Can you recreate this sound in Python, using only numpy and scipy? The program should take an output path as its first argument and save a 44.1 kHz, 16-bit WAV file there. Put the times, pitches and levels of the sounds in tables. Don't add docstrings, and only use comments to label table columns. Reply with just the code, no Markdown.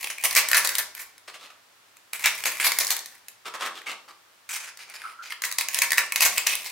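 import sys
import numpy as np
from scipy import signal
from scipy.io import wavfile

SR = 44100
rng = np.random.default_rng(int(sys.argv[2]) if len(sys.argv) > 2 else 0)


def transcribe(signal):
    frames = np.atleast_2d(signal).T
    limited = np.clip(frames, -1, 1)
    pcm = np.round(limited * 32767).astype(np.int16)
    wavfile.write(sys.argv[1], SR, pcm)


N = 295911
EDGE_HZ = 15900

# start and length in seconds, crack and ring in relative dB,
# ring pitch in Hz.
CRUNCHES = [(0.099, 0.0085, -30, -28.5, 2350), (0.236, 0.021, -19, -22.5, 2350),
            (0.355, 0.034, -17.5, -17.5, 2080), (.544, 0.0097, -18.5, -18, 1900),
            (0.566, 0.012, -15.5, -19.5, 2070), (0.644, .01, -21.5, -44, 1980),
            (.783, 0.015, -24, -29.5, 1880), (0.998, 0.022, -38, -45, 2030),
            (2.128, 0.036, -38.5, -37.5, 2180), (2.236, 0.038, -26, -19, 2240),
            (2.451, 0.028, -25, -27, 2220), (2.596, 0.035, -29, -27, 2200), (2.64, 0.034, -19, -22.5, 2120),
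            (2.799, 0.014, -21, -28, 2030), (2.903, 0.019, -22.5, -32, 1950),
            (5.434, 0.02, -30, -31.5, 1960), (5.579, 0.036, -30.5, -52, 2120),
            (5.743, 0.038, -34.5, -35.5, 2220), (5.813, 0.031, -28.5, -28.5, 2200),
            (5.974, 0.0072, -19, -18.5, 1890), (6.159, 0.02, -31.5, -34, 2130),
            (6.2, 0.024, -24, -29, 2300), (6.218, 0.014, -15.5, -17.5, 2230),
            (6.248, 0.017, -16.5, -21, 2070), (6.374, 0.0067, -28, -18, 2310),
            (6.465, 0.0091, -22, -19.5, 2460), (6.482, 0.056, -31, -28, 2500),
            (6.654, 0.012, -32, -35.5, 2370)]
# frequency in Hz, relative level in dB.
CRACK_SPECTRUM = [(500, -48), (1500, -12), (3000, -3), (4200, 0), (6000, -0.5), (9000, 0.5), (13500, -0.5),
                  (16000, -2.5)]
KNOCK_SPECTRUM = [(25, -38), (48, -27), (65, -8.5), (110, -17), (200, -8), (300, -5), (560, 5.5),
                  (1100, 11), (1600, -21), (3000, -45.5)]


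def amp(db):
    return 10 ** (np.asarray(db) / 20)


def read(points, hz):
    f, value = np.transpose(points)
    return np.interp(np.log(hz + 1), np.log(f), value)


def sized(x, db, seconds):
    return x * amp(db) * np.sqrt(seconds * SR / (np.mean(x ** 2, 0).sum() + 1e-20))


def add(mix, start, sound):
    part = mix[:, max(round(start * SR), 0):][:, :sound.shape[1]]
    part += sound[:, :part.shape[1]]


def pair(size, alike):
    noise = rng.standard_normal((3, size))
    return np.sqrt(alike) * noise[0] + np.sqrt(1 - alike) * noise[1:]


def colour(points):
    log_gain = np.log(amp(read(points, abs(np.fft.fftfreq(4096, 1 / SR)))))
    taps = np.fft.ifft(np.exp(np.conj(signal.hilbert(log_gain)))).real[:2048]
    return taps / np.linalg.norm(taps)


def through(x, taps):
    return signal.fftconvolve(x, np.atleast_2d(taps), axes=1)[:, :x.shape[1]]


def held(t, length, rise_s, release_s):
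    return np.clip(t / rise_s, 0, 1) * np.exp(-np.maximum(t - length, 0) / release_s)


def stroke(length, rise_s):
    return held(np.arange(SR // 5) / SR, length, rise_s, release_s=0.011)


def grit(size, per_s, spread_db, grain_s):
    strength = amp(spread_db * np.minimum(rng.exponential(1, size), 3.5))
    strength *= rng.random(size) < per_s / SR
    power = signal.lfilter([1], [1, -np.exp(-2 / (grain_s * SR))], strength ** 2)
    return np.sqrt(power / (power.mean() + 1e-20) + 1e-6)


def shell(x, hz, width_hz):
    b, a = signal.iirpeak(hz, hz / width_hz, SR)
    return signal.lfilter(b, a, signal.lfilter(b, a, x))


def splinter(x, ring_db, band_hz=(3800, 14000), width_hz=800, count=4):
    low, high = band_hz
    pitches = low * (high / low) ** rng.random(count)
    ring = sum(signal.lfilter(*signal.iirpeak(hz, hz / width_hz, SR), x) for hz in pitches)
    return x + amp(ring_db) * ring


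def piece_hz(t):
    pieces = np.array(CRUNCHES)
    return np.interp(t, pieces[:, 0], pieces[:, -1])


def unrest(loose_db=-19.5):
    # start and length in seconds, relative level in dB.
    presses = [(0, 0.049, -31.5), (.19, .03, -40.5), (0.296, 0.05, -30), (0.486, 0.25, -34.5),
               (0.958, 0.039, -41.5), (2.186, 0.34, -37), (2.5, 0.45, -36), (3.048, 0.092, -52),
               (5.445, 0.022, -36), (5.701, 0.15, -35), (6.32, 0.055, -30.5), (6.44, 0.3, -41)]
    t = np.arange(0, N, 100) / SR
    pressed = [amp(db) * held(t - start, length, rise_s=0.011, release_s=0.04)
               for start, length, db in presses]
    loosened = [amp(db + loose_db) * held(t - start, length, rise_s=length, release_s=0.076)
                for start, length, db, _, _ in CRUNCHES]
    return np.interp(np.arange(N) / SR, t, np.linalg.norm(pressed + loosened, axis=0))


def shifting(crack_db=-3, ring_db=-6, knock_db=-18, width_hz=750):
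    ticks = grit(N, per_s=860, spread_db=5, grain_s=0.0028)
    push = ticks * pair(N, alike=0.83)
    carrier = np.exp(2j * np.pi * np.cumsum(piece_hz(np.arange(N) / SR)) / SR)
    smoothed = signal.lfilter(*signal.butter(2, width_hz / 2, fs=SR), push / carrier)
    ring = sized((carrier * smoothed).real, ring_db, N / SR)
    crack = sized(through(ticks * pair(N, alike=0.79), colour(CRACK_SPECTRUM)), crack_db, N / SR)
    knock = sized(through(push, colour(KNOCK_SPECTRUM)), knock_db, N / SR)
    return unrest() * (crack + ring + knock)


def snaps(crack_db=-9.5, ring_db=-5.5, knock_db=-23, snap_s=0.004):
    # start in seconds, crack and ring in relative dB.
    breaks = [(0.044, -23, -21), (0.0711, -23, -24), (0.182, -28, -27.5), (0.3089, -14, -29),
              (0.3503, -6.5, -20), (0.365, -4.5, -11), (0.4859, -10.5, -25), (0.5139, -8, -15.5),
              (0.5308, -9, -7.5), (0.5447, -9.5, -16), (0.6473, -16, -20), (0.6722, -9.5, -33),
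              (0.6904, -11, -37), (0.752, -9.5, -25.5), (0.7827, -8.5, -25), (0.9495, -24, -37),
              (1.1792, -36.5, -46), (1.968, -38.5, -48), (2.1321, -16, -26.5), (2.2574, -3.5, -14.5),
              (2.4375, -17, -22), (2.4557, -12.5, -15.5), (2.5989, -20, -17), (2.7184, -11, -16.5),
              (2.7863, -4, -18), (2.8466, -15, -46), (2.8679, -13, -47), (2.8773, -17, -45),
              (2.904, -7, -24), (2.965, -16.5, -51), (2.9901, -21.5, -47), (3.0581, -24, -41),
              (3.2831, -25.5, -40.5), (3.6606, -25.5, -27), (3.8167, -40, -36), (4.4923, -30, -41.5),
              (4.772, -30, -43), (4.8979, -31, -42), (5.0174, -36, -32), (5.3221, -27, -21.5),
              (5.4194, -16.5, -27), (5.4377, -23, -17), (5.451, -15.5, -35), (5.5134, -18, -26),
              (5.5235, -16.5, -35), (5.5842, -7, -18), (5.6093, -14, -18.5), (5.685, -13.5, -23),
              (5.7442, -8.5, -28), (5.7875, -8, -22), (5.8186, -4.5, -10.5), (5.905, -13, -23.5),
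              (5.9184, -8, -12), (5.9304, -12.5, -18.5), (5.9806, -8, -4.5), (6.1215, -12.5, -18),
              (6.1584, -7.5, -14.5), (6.2062, -6, -13.5), (6.3794, -6, -23), (6.4685, -4.5, -20),
              (6.5522, -11.5, -38.5)]
    crack, knock = colour(CRACK_SPECTRUM), colour(KNOCK_SPECTRUM)
    out, t = np.zeros((2, N)), np.arange(SR // 25) / SR
    burst = held(t, length=0.0027, rise_s=0.0012, release_s=0.00079)
    kick = held(t, length=0.00066, rise_s=0.00068, release_s=0.0016)
    for start, treble_db, shell_db in breaks:
        tear = splinter(through(burst * pair(len(t), alike=0.58), crack), ring_db=-3.5)
        push = kick * pair(len(t), alike=0.92)
        add(out, start, sized(tear, treble_db + crack_db, snap_s))
        add(out, start, sized(shell(push, piece_hz(start), width_hz=900), shell_db + ring_db, snap_s))
        add(out, start, sized(through(push, knock), (treble_db + shell_db) / 2 + knock_db, snap_s))
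    return out


def crunches(ring_db=-2, knock_db=-15):
    crack, knock = colour(CRACK_SPECTRUM), colour(KNOCK_SPECTRUM)
    out = np.zeros((2, N))
    for start, length, treble_db, shell_db, hz in CRUNCHES:
        force = stroke(length, rise_s=0.19 * length)
        force *= grit(len(force), per_s=1900, spread_db=1.34, grain_s=0.00055)
        push = force * pair(len(force), alike=0.93)
        tear = splinter(through(force * pair(len(force), alike=0.58), crack), ring_db=3)
        add(out, start, sized(tear, treble_db, length))
        add(out, start, sized(shell(push, hz, width_hz=1330), shell_db + ring_db, length))
        add(out, start, sized(through(push, knock), treble_db + knock_db, length))
    return out


def squeaks():
    # start and length in seconds, level in dB, pitch in Hz.
    slips = [(0.176, 0.03, -39, 2454), (3.862, 0.021, -35, 2170), (5.037, 0.025, -34.5, 1312),
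             (5.068, 0.032, -46, 1290), (5.115, .05, -53, 1280), (5.186, 0.035, -40, 1370),
             (5.3, 0.018, -38.5, 2110)]
    out = np.zeros((2, N))
    for start, length, db, hz in slips:
        force = stroke(length, rise_s=0.0031)
        tone = shell(force * pair(len(force), alike=0.66), hz, width_hz=180)
        add(out, start, sized(tone, db, length))
    return out


def rubbing(strokes, spectrum, rise_share, alike, ring_db, band_hz, brighten=0):
    out = np.zeros((2, N))
    hz, surface_db = np.transpose(spectrum)
    usual_db = np.mean([db for _, _, db in strokes])
    for start, length, db in strokes:
        force = stroke(length, rise_s=rise_share * length)
        force *= grit(len(force), per_s=1500, spread_db=2.5, grain_s=0.002)
        tilt_db = brighten * (db - usual_db) * np.log2(hz)
        surface = colour(np.transpose([hz, surface_db + tilt_db]))
        rasp = through(force * pair(len(force), alike), surface)
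        add(out, start, sized(splinter(rasp, ring_db, band_hz, width_hz=840), db, length))
    return out


def carton_rustle():
    # start and length in seconds, level in dB.
    rubs = [(1.275, 0.02, -39.5), (1.333, 0.027, -43), (1.39, 0.077, -48), (1.5, 0.0059, -44),
            (3.447, 0.034, -35.5), (3.535, 0.021, -33.5), (3.59, 0.083, -31.5), (3.74, 0.048, -42.5),
            (3.855, 0.068, -35.5), (4.075, 0.032, -46.5)]
    # frequency in Hz, relative level in dB.
    pulp_spectrum = [(47, -64), (80, -37.5), (353, -10.5), (802, -6), (877, -8), (1310, -2), (1430, -10),
                     (2180, -9), (8410, -15), (16000, -26.5)]
    return rubbing(rubs, pulp_spectrum, rise_share=0.28, alike=0.86, ring_db=-2.5, band_hz=(1274, 4470))


def rim_scrapes():
    # start and length in seconds, level in dB.
    slides = [(4.49, 0.028, -33), (4.524, 0.046, -31.5), (4.6, 0.052, -40), (4.668, 0.025, -41),
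              (4.787, 0.048, -44), (4.87, 0.055, -49), (4.938, 0.026, -39.5), (4.98, 0.14, -48),
              (5.223, 0.061, -43), (5.298, 0.022, -39.5)]
    # frequency in Hz, relative level in dB.
    rim_spectrum = [(200, -28), (450, -16), (700, -9), (1300, -2), (2400, 5.5), (3500, -6.5), (5300, -9.5),
                    (8300, -13.5), (11000, -12), (16000, -16.5)]
    return rubbing(slides, rim_spectrum, rise_share=0.068, alike=0.79, ring_db=3.5,
                   band_hz=(4340, 10100), brighten=0.24)


def cup(x, ring_db=-19, cover_db=2):
    # frequency in Hz, relative energy in dB, seconds to fall by 60 dB.
    modes = [(536, -15, 0.13), (958, -6.5, 0.24), (1068, -13, 0.13), (1398, -9, .18), (1536, -8.5, 0.15),
             (1700, -12, 0.14), (1765, -7.5, 0.205), (1874, -21, 0.33), (2178, -16, 0.15),
             (2371, -14.5, 0.065), (2490, -16, 0.078), (2524, -5.5, 0.14), (3103, -25, .2),
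             (3842, -9.5, 0.15)]
    t = np.arange(SR // 3) / SR
    cover = cover_db * rng.standard_normal(len(modes))
    response = np.zeros(len(t))
    for (hz, db, t60), shade_db in zip(modes, cover):
        unit_energy = np.sqrt(4 * np.log(1000) / (t60 * SR))
        response += unit_energy * amp(db + shade_db - 60 * t / t60) * np.sin(2 * np.pi * hz * t)
    return amp(ring_db) * through(x, response)


def room(x, build_s=0.0031, apart_hz=3500):
    # frequency in Hz, seconds to fall by 60 dB.
    decay_times = [(300, 0.7), (2000, 0.34), (5000, 0.44), (14000, 0.17)]
    # frequency in Hz, strength of the room's answer in dB.
    strengths = [(300, -1.5), (2000, -3), (12000, -4)]
    hz, t, noise = signal.stft(rng.standard_normal((3, SR // 2)), SR, nperseg=256)
    hz = hz[:, None]
    alike = np.clip(0.046 + 0.98 * np.exp(-(hz / apart_hz) ** 2), 0, 1)
    stereo = np.sqrt(alike) * noise[0] + np.sqrt(1 - alike) * noise[1:]
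    t60 = read(decay_times, hz)
    decay = amp(read(strengths, hz) - 60 * t / t60) * np.sqrt(2 * np.log(1000) / (t60 * SR))
    tail = signal.istft(stereo * decay, SR, nperseg=256)[1]
    onset = np.minimum(np.arange(tail.shape[1]) / (build_s * SR), 1)
    return through(x, tail * onset)


def drifting(x, response, turn_hz, count=3):
    turn = 2 * np.pi * turn_hz * np.arange(N) / SR
    return sum(response(x * np.sqrt(2 / count) * np.cos(turn + np.pi * k / count)) for k in range(count))


def hiss(db=-57.5):
    # frequency in Hz, relative level in dB.
    spectrum = [(25, -28), (70, -24), (100, -8.5), (150, -15.5), (400, -9.5), (1200, -4), (4000, -9.5),
                (13000, -18), (16000, -20)]
    return amp(db) * through(pair(N, alike=0.2), colour(spectrum))


def scene():
    in_cup = snaps() + crunches() + shifting() + rim_scrapes()
    near = in_cup + carton_rustle() + squeaks()
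    ringing = drifting(in_cup, cup, turn_hz=0.397)
    return near + ringing + drifting(near, room, turn_hz=0.49) + hiss()


def record(dry, ceiling=0.86):
    rounded = ceiling * np.tanh(dry / ceiling)
    lowpass = signal.firwin(511, EDGE_HZ, window=("kaiser", 9), fs=SR)
    return signal.oaconvolve(rounded, lowpass[None], "same")


dry = scene()
out = record(dry)
transcribe(out)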